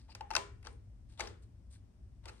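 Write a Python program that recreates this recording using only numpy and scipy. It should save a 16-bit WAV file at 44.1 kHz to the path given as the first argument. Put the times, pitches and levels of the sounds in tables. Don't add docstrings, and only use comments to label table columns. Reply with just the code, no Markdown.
import sys
import numpy as np
from scipy import signal
from scipy.fft import rfft, irfft
from scipy.io import wavfile
from scipy.ndimage import uniform_filter1d

SR = 44100
rng = np.random.default_rng(int(sys.argv[2]) if len(sys.argv) > 2 else 0)


def inscribe(sig):
    pcm = np.round(np.clip(np.atleast_2d(sig).T, -1, 1) * 32767)
    wavfile.write(sys.argv[1], SR, pcm.astype(np.int16))


N = 105840

HUM_DB, HISS_DB = -53.5, -78
GRAINS_PER_S = 3600
GRAIN_DB = -5.5
WHISTLE_OCT, FAVOUR_OCT = 0.14, 0.066
ROOM_DB, ROOM_RIGHT_DB = -1.5, 1.5
ROOM_GAP_S = 0.0035
ROOM_SAME = 0.15
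HIT_DB, CRACK_DB = -4.5, 10
SCATTER_DB = 2
DETUNE = 0.0046
CRACK_THIN_DB = -4.5
RING_SEND_DB, CRACK_SEND_DB = -11.5, 12.5
LAG_S = -.0001
RUMBLE_CUT_HZ, EDGE_HZ = 36.5, 17000


def gain_of(db):
    return 10 ** (np.asarray(db) / 20)


def evened(x):
    return x / np.sqrt(np.mean(x ** 2) + 1e-20)


def read(points, hz):
    f, value = np.transpose(points)
    return np.interp(np.log(hz + 1), np.log(f + 1), value)


def bump(hz, centre_hz, db, octaves):
    return db * np.exp(-.5 * (np.log2(hz / centre_hz + 1e-9) / octaves) ** 2)


def coloured(x, db_of):
    n = x.shape[-1]
    return irfft(rfft(x) * gain_of(db_of(np.fft.rfftfreq(n, 1 / SR))), n)


def add(mix, s, sound):
    at = round(s * SR)
    sound = sound[:, max(-at, 0):]
    part = mix[:, max(at, 0):][:, :sound.shape[1]]
    part += sound[:, :part.shape[1]]


def steady(spectrum, level_db, sway_share):
    # (frequency [Hz], share [1])
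    likeness = [(60, 0.97), (120, 0.84), (250, 0.78), (550, 0.13), (1650, 0.14), (5000, 0.17),
                (15000, 0.14)]
    # (frequency [Hz], left minus right [dB])
    balance = [(60, 2.5), (240, 2.5), (950, 1), (3770, 6), (15000, 0)]
    # (time [s], level [dB])
    bass_level = [(0.0, -58.5), (0.549, -52), (0.849, -55), (1.12, -51), (1.14, -60), (1.27, -51.5),
                  (1.4, -57), (1.421, -56.5), (1.859, -55.5), (1.93, -69), (1.991, -54), (2.3, -52.5),
                  (2.38, -67)]
    frames, hz = N // 512 + 9, np.fft.rfftfreq(4096, 1 / SR)
    a, b, c, d = rng.standard_normal((frames, 2049, 4)).T
    left, other = a + 1j * b, c + 1j * d
    same = np.clip(read(likeness, hz), -1, 1)[:, None]
    z = np.array([left, same * left + np.sqrt(1 - same ** 2) * other])
    s, db = np.transpose(bass_level)
    sway = np.interp(np.arange(frames) * 512 / SR, s, db - db.mean())
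    sway = sway_share * sway * (hz < 150)[:, None]
    lean = np.array([.5, -.5])[:, None, None] * read(balance, hz)[:, None]
    z *= gain_of(read(spectrum, hz)[:, None] + sway + lean)
    noise = signal.istft(z, nperseg=4096, noverlap=3584)[1][:, :N]
    return gain_of(level_db) * evened(noise)


def rub(s, rise, hold, fall, level_db, tilt_db, whistle_hz, whistle_db):
    # (frequency [Hz], relative density [dB per Hz])
    friction_spectrum = [(300, -4), (900, 2.5), (2000, 0.2), (4000, -0.5), (7000, -8.5), (9000, -3.5),
                         (10000, -19), (13000, -14.5)]
    t = np.arange(8192) / SR
    grains = gain_of(GRAIN_DB * rng.exponential(1, 8192)) * (rng.random(8192) < GRAINS_PER_S / SR)
    right_only = rng.standard_normal((3, 8192)) * [[0], [.5], [0]]
    noise = right_only + rng.standard_normal(8192)
    noise *= uniform_filter1d(grains, 12) + 0.013

    def colour(f):
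        tilt = tilt_db * np.log2(f / 2000 + 0.0041)
        return read(friction_spectrum, f) + tilt + bump(f, whistle_hz, whistle_db, WHISTLE_OCT)

    noise = coloured(noise, colour)
    decay_db = -20 * np.maximum(t - rise - hold, 0) / fall
    shape = np.clip(t / rise, 0, 1) ** 2 * gain_of(decay_db)
    return s, gain_of(level_db) * shape * evened(noise) * [[1], [1], [.4]]


def room(x):
    # (frequency [Hz], t60 [s])
    band_t60 = [(300, 0.63), (700, 0.18), (1500, 0.42), (4000, 0.3), (8000, 0.31), (12000, 0.18)]
    # (frequency [Hz], gain [dB])
    room_colour = [(300, 16), (800, 8.5), (2000, 1), (5000, -4.5), (9500, -10), (10100, -30), (13000, -6)]
    taps = np.zeros((2, SR // 2))
    at = np.arange(int(ROOM_GAP_S * SR), SR // 2 - 40, 10)
    at = at + rng.integers(0, 10, (2, 2300))[:, :len(at)]
    signs = rng.choice([-1., 1.], (2, 2300))[:, :at.shape[1]]
    np.put_along_axis(taps, at, signs, 1)
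    same = np.clip(ROOM_SAME, 0, 1)
    taps[0] = same * taps[1] + np.sqrt(1 - same ** 2) * taps[0]
    hz, t, z = signal.stft(taps, SR, nperseg=256)
    decay = gain_of(-60 * t / read(band_t60, hz)[:, None])
    tail = signal.istft(z * decay, SR, nperseg=256)[1]
    tail = coloured(tail / np.linalg.norm(tail[0]), lambda f: read(room_colour, f))
    answer = signal.fftconvolve(x[None], tail, axes=1)[:, :len(x)]
    return answer * gain_of([[ROOM_DB], [ROOM_DB + ROOM_RIGHT_DB]])


def hit(s, level_db, body_db, mount_db, bright_db, contact_ms, favour_hz, favour_db, pan_db, ring_share):
    # (frequency [Hz], left level [dB], right level [dB], t60 before damping [s])
    modes = [(404.6, -22, -12.5, 0.36), (515.7, -13, -2, 0.099), (657.3, -3, -7, 0.054),
             (842, 3.5, -0.5, 0.053), (924, -2, -2.5, .028), (1020, 0.5, -3, 0.044), (1298, 0, 1, 0.022),
             (1500, 4, -5.5, 0.023), (1690, -12, -6.5, 0.016), (1840, -26, 0.5, 0.027),
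             (2140, 7, -19, 0.01), (2643, -0.5, 3, 0.021), (3140, -7.5, -0.5, 0.023), (4200, 4, 5, 0.007),
             (4710, 10.5, 14, 0.0042), (5550, 2.5, 4, 0.0095), (5950, 5, -4.5, 0.0053),
             (7920, -11, -3, 0.015), (8970, -10.5, 0, 0.0044), (12250, -13, -15.5, 0.0026)]
    t = np.arange(6000) / SR
    hz, left_db, right_db, t60 = np.transpose(modes)[:, :, None]
    hz = hz * (1 + DETUNE * rng.standard_normal(hz.shape))

    def zone(f):
        return read([(1000, body_db), (1250, mount_db), (3000, mount_db), (3800, bright_db)], f)

    scatter = SCATTER_DB * rng.standard_normal(hz.shape)
    colour = zone(hz) + bump(hz, favour_hz, favour_db, FAVOUR_OCT) + scatter
    decay_db = -60 * t / (t60 * max(ring_share, .1))
    ring = gain_of(colour + decay_db) * np.sin(2 * np.pi * (hz * t + rng.random(hz.shape)))

    contacts = t * 1000 / max(contact_ms, .1)
    swung = ring * (1 - np.exp(-contacts)) ** 2
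    u = contacts[:1000]
    force = rng.choice([-1., 1.], 1000) * (rng.random(1000) < .4) * u * np.exp(-u)
    force /= np.linalg.norm(force)
    driven = signal.fftconvolve(ring, force[None], axes=1)[:, :6000]
    share = np.linalg.norm(ring, axis=1) / np.linalg.norm(driven, axis=1)
    ring = np.where(hz < 1100, swung, driven * share[:, None])

    room_db = left_db + RING_SEND_DB - 99 * (hz > 1100)
    out = np.array([(gain_of(db) * ring).sum(0) for db in (left_db, right_db, room_db)])
    impulse = 1. * (np.arange(512) == 0)
    crack = coloured(impulse, lambda f: zone(f) + read([(450, CRACK_THIN_DB), (900, 0.0019)], f))
    crack = gain_of(CRACK_DB) * np.roll(crack, 40)
    out[:2, :1511] += np.convolve(crack, force)
    out[2, :512] += gain_of(CRACK_SEND_DB) * crack
    pan = np.array([[pan_db / 4], [-pan_db / 4], [0]])
    return s - 40 / SR, gain_of(level_db + HIT_DB + pan) * out


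def scene():
    # (frequency [Hz], relative density [dB per Hz])
    hum_spectrum = [(15, -49), (27, -17), (41, -5), (50, -1.5), (61, 2.5), (78, -10), (105, -3.5),
                    (125, -16.5), (140, -19.5), (190, -19), (230, -20.5), (336, -28), (400, -32),
                    (520, -79.5)]
    # (frequency [Hz], relative density [dB per Hz])
    hiss_spectrum = [(240, -39), (400, -6.5), (583, -3), (1240, -14), (2300, -18), (4200, -22.5),
                     (5240, -19), (7050, -23.5), (9200, -21), (9800, -24.5), (10200, -49), (10700, -31.5),
                     (12500, -31.5), (13200, -40), (17000, -55)]
    # (start [s], rise [s], hold [s], time to fall 20 dB [s],
    # level before the envelope and passband [dB], treble tilt [dB per octave],
    # favoured frequency [Hz], favour [dB])
    rubs = [(-.03, 0.0032, 0.0064, 0.086, -71.5, 0.5, 4830, 6),
            (0.079, 0.0056, 0.0097, 0.011, -63.5, -4.5, 850, 14),
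            (0.094, 0.0058, .028, .006, -71.5, 0.5, 4780, 16),
            (0.08, 0.031, 0.017, 0.0061, -72, -2, 2600, 14),
            (0.241, 0.01, 0.017, 0.069, -72.5, -7.5, 1840, 30),
            (0.245, 0.017, 0.054, 0.036, -72.5, -1, 795, 34),
            (0.625, 0.027, 0.031, 0.037, -54.5, -5.5, 9200, 12),
            (0.694, 0.0075, 0.032, 0.053, -83, 6, 9100, 12),
            (1.076, 0.023, 0.028, 0.084, -78, 1.5, 4100, 1.5),
            (1.173, 0.0033, 0.0071, 0.07, -68, -2, 3560, 10),
            (1.184, 0.015, 0.0047, 0.012, -45, -3.5, 1500, -8),
            (1.217, 0.0041, 0.033, 0.086, -54, -3.5, 407, 5),
            (1.416, 0.0088, 0.013, 0.029, -79, 3, 9040, 3.5), (1.694, 0.023, 0.039, 0.033, -73, 4, 9170, 4),
            (2.222, 0.019, 0.018, 0.048, -69, -4, 1500, 0),
            (2.269, 0.0078, 0.01, 0.036, -63, -3.5, 1290, 10.5),
            (2.299, 0.018, 0.12, 0.039, -78.5, -0.1, 9300, 3.5)]
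    # (time [s], level before the common gain [dB], body below about 1.2 kHz [dB],
    # mount to about 3.5 kHz [dB], bright part above [dB], contact time [ms], favoured frequency [Hz],
    # favour [dB], twice the left minus right level [dB], ring length as the gloves damp it [share of t60])
    hits = [(0.15, -44.5, -6.5, -4.5, -7.5, 1.94, 4930, 7.5, 3, 0.88),
            (0.2084, -33, -13, -16, -27, 1.45, 844, 18, -4, 0.75),
            (0.3055, -37, -11.5, -7.5, -16.5, 1.25, 837, 13.5, 5, 0.76),
            (.312, -33.5, -2.5, -9.5, -12.5, 1.33, 864, 10, 2, 0.4),
            (0.335, -46, -6, 3.5, -4, 2.6, 890, 18, 4, 0.49),
            (0.3529, -21, -15, -15, -12.5, 0.99, 1402, 28, -2, 0.91),
            (0.3645, -26.5, -7.5, -5, -6.5, 1.4, 1066, 10.5, 9.5, 0.6),
            (0.3667, -29, -5, -8.5, -16, 1.7, 998, 14, -3.5, 0.86),
            (.379, -37.5, -3.5, -9, -16, 0.9, 947, 3, 3, 1),
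            (0.628, -62, -8, -5.5, -15, 2.1, 2160, 13, -15, 0.73),
            (0.648, -56.5, 2, -3.5, -5, 2.9, 1480, 4, -3, 0.69),
            (.661, -59.5, -10, 6.5, -4, 1.4, 3500, 2, 11, 0.36),
            (.670, -42.5, -8.5, -9, -10, 1.74, 1280, 13, 2.5, 0.78),
            (1.1969, -34.5, -12.5, -7, -11.5, 1.1, 844, 12, 1.5, .8),
            (1.205, -30, -8.5, -12.5, -11, 2.33, 2140, 13.5, -3, 1.3),
            (1.272, -46, -10, -4, -4, 2.2, 850, 0, -1, .5),
            (1.757, -62, -28, -22, -28, 1.6, 1690, 30, 2, 1.2),
            (2.256, -42, 1.5, -6, -13, 1.9, 890, 7, 8, 0.21),
            (2.279, -40.5, -36, -9, -10.5, 8.2, 1300, 2, -2, 0.7),
            (2.293, -51.5, 2, -17, -22.5, 4.6, 2140, 6, -27, 0.76)]
    # (frequency [Hz], gain [dB])
    passband = [(200, -11.5), (330, -4), (400, 1.9), (9600, 8), (10200, -3.5), (11000, 8.5), (12500, -6),
                (13300, -31), (15000, -8), (16500, -22)]
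    # (frequency [Hz], left minus right [dB])
    shade = [(300, 0.3), (700, 6.5), (1300, 4.5), (2400, 2), (4400, 12), (8000, 4.5), (14000, -1)]
    near = np.zeros((3, N + 8192))
    for row in hits:
        add(near, *hit(*row))
    for row in rubs:
        add(near, *rub(*row))
    sides = np.array([[.5], [-.5]])
    close = near[:2] + room(near[2])
    close = coloured(close, lambda f: read(passband, f) + sides * read(shade, f))[:, :N]
    hum = steady(hum_spectrum, HUM_DB, sway_share=0.83)
    hiss = steady(hiss_spectrum, HISS_DB, sway_share=0)
    left, right = close + hum + hiss
    left = np.interp(np.arange(N) - round(LAG_S * SR), np.arange(N), left)
    return np.array([left, right])


def record(dry):
    high_pass = signal.butter(4, RUMBLE_CUT_HZ, "high", fs=SR, output="sos")
    low_pass = signal.firwin(511, EDGE_HZ, window=("kaiser", 9), fs=SR)
    cut = signal.sosfilt(high_pass, dry)
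    return signal.oaconvolve(cut, low_pass[None], "same")


dry = scene()
out = record(dry)
inscribe(out)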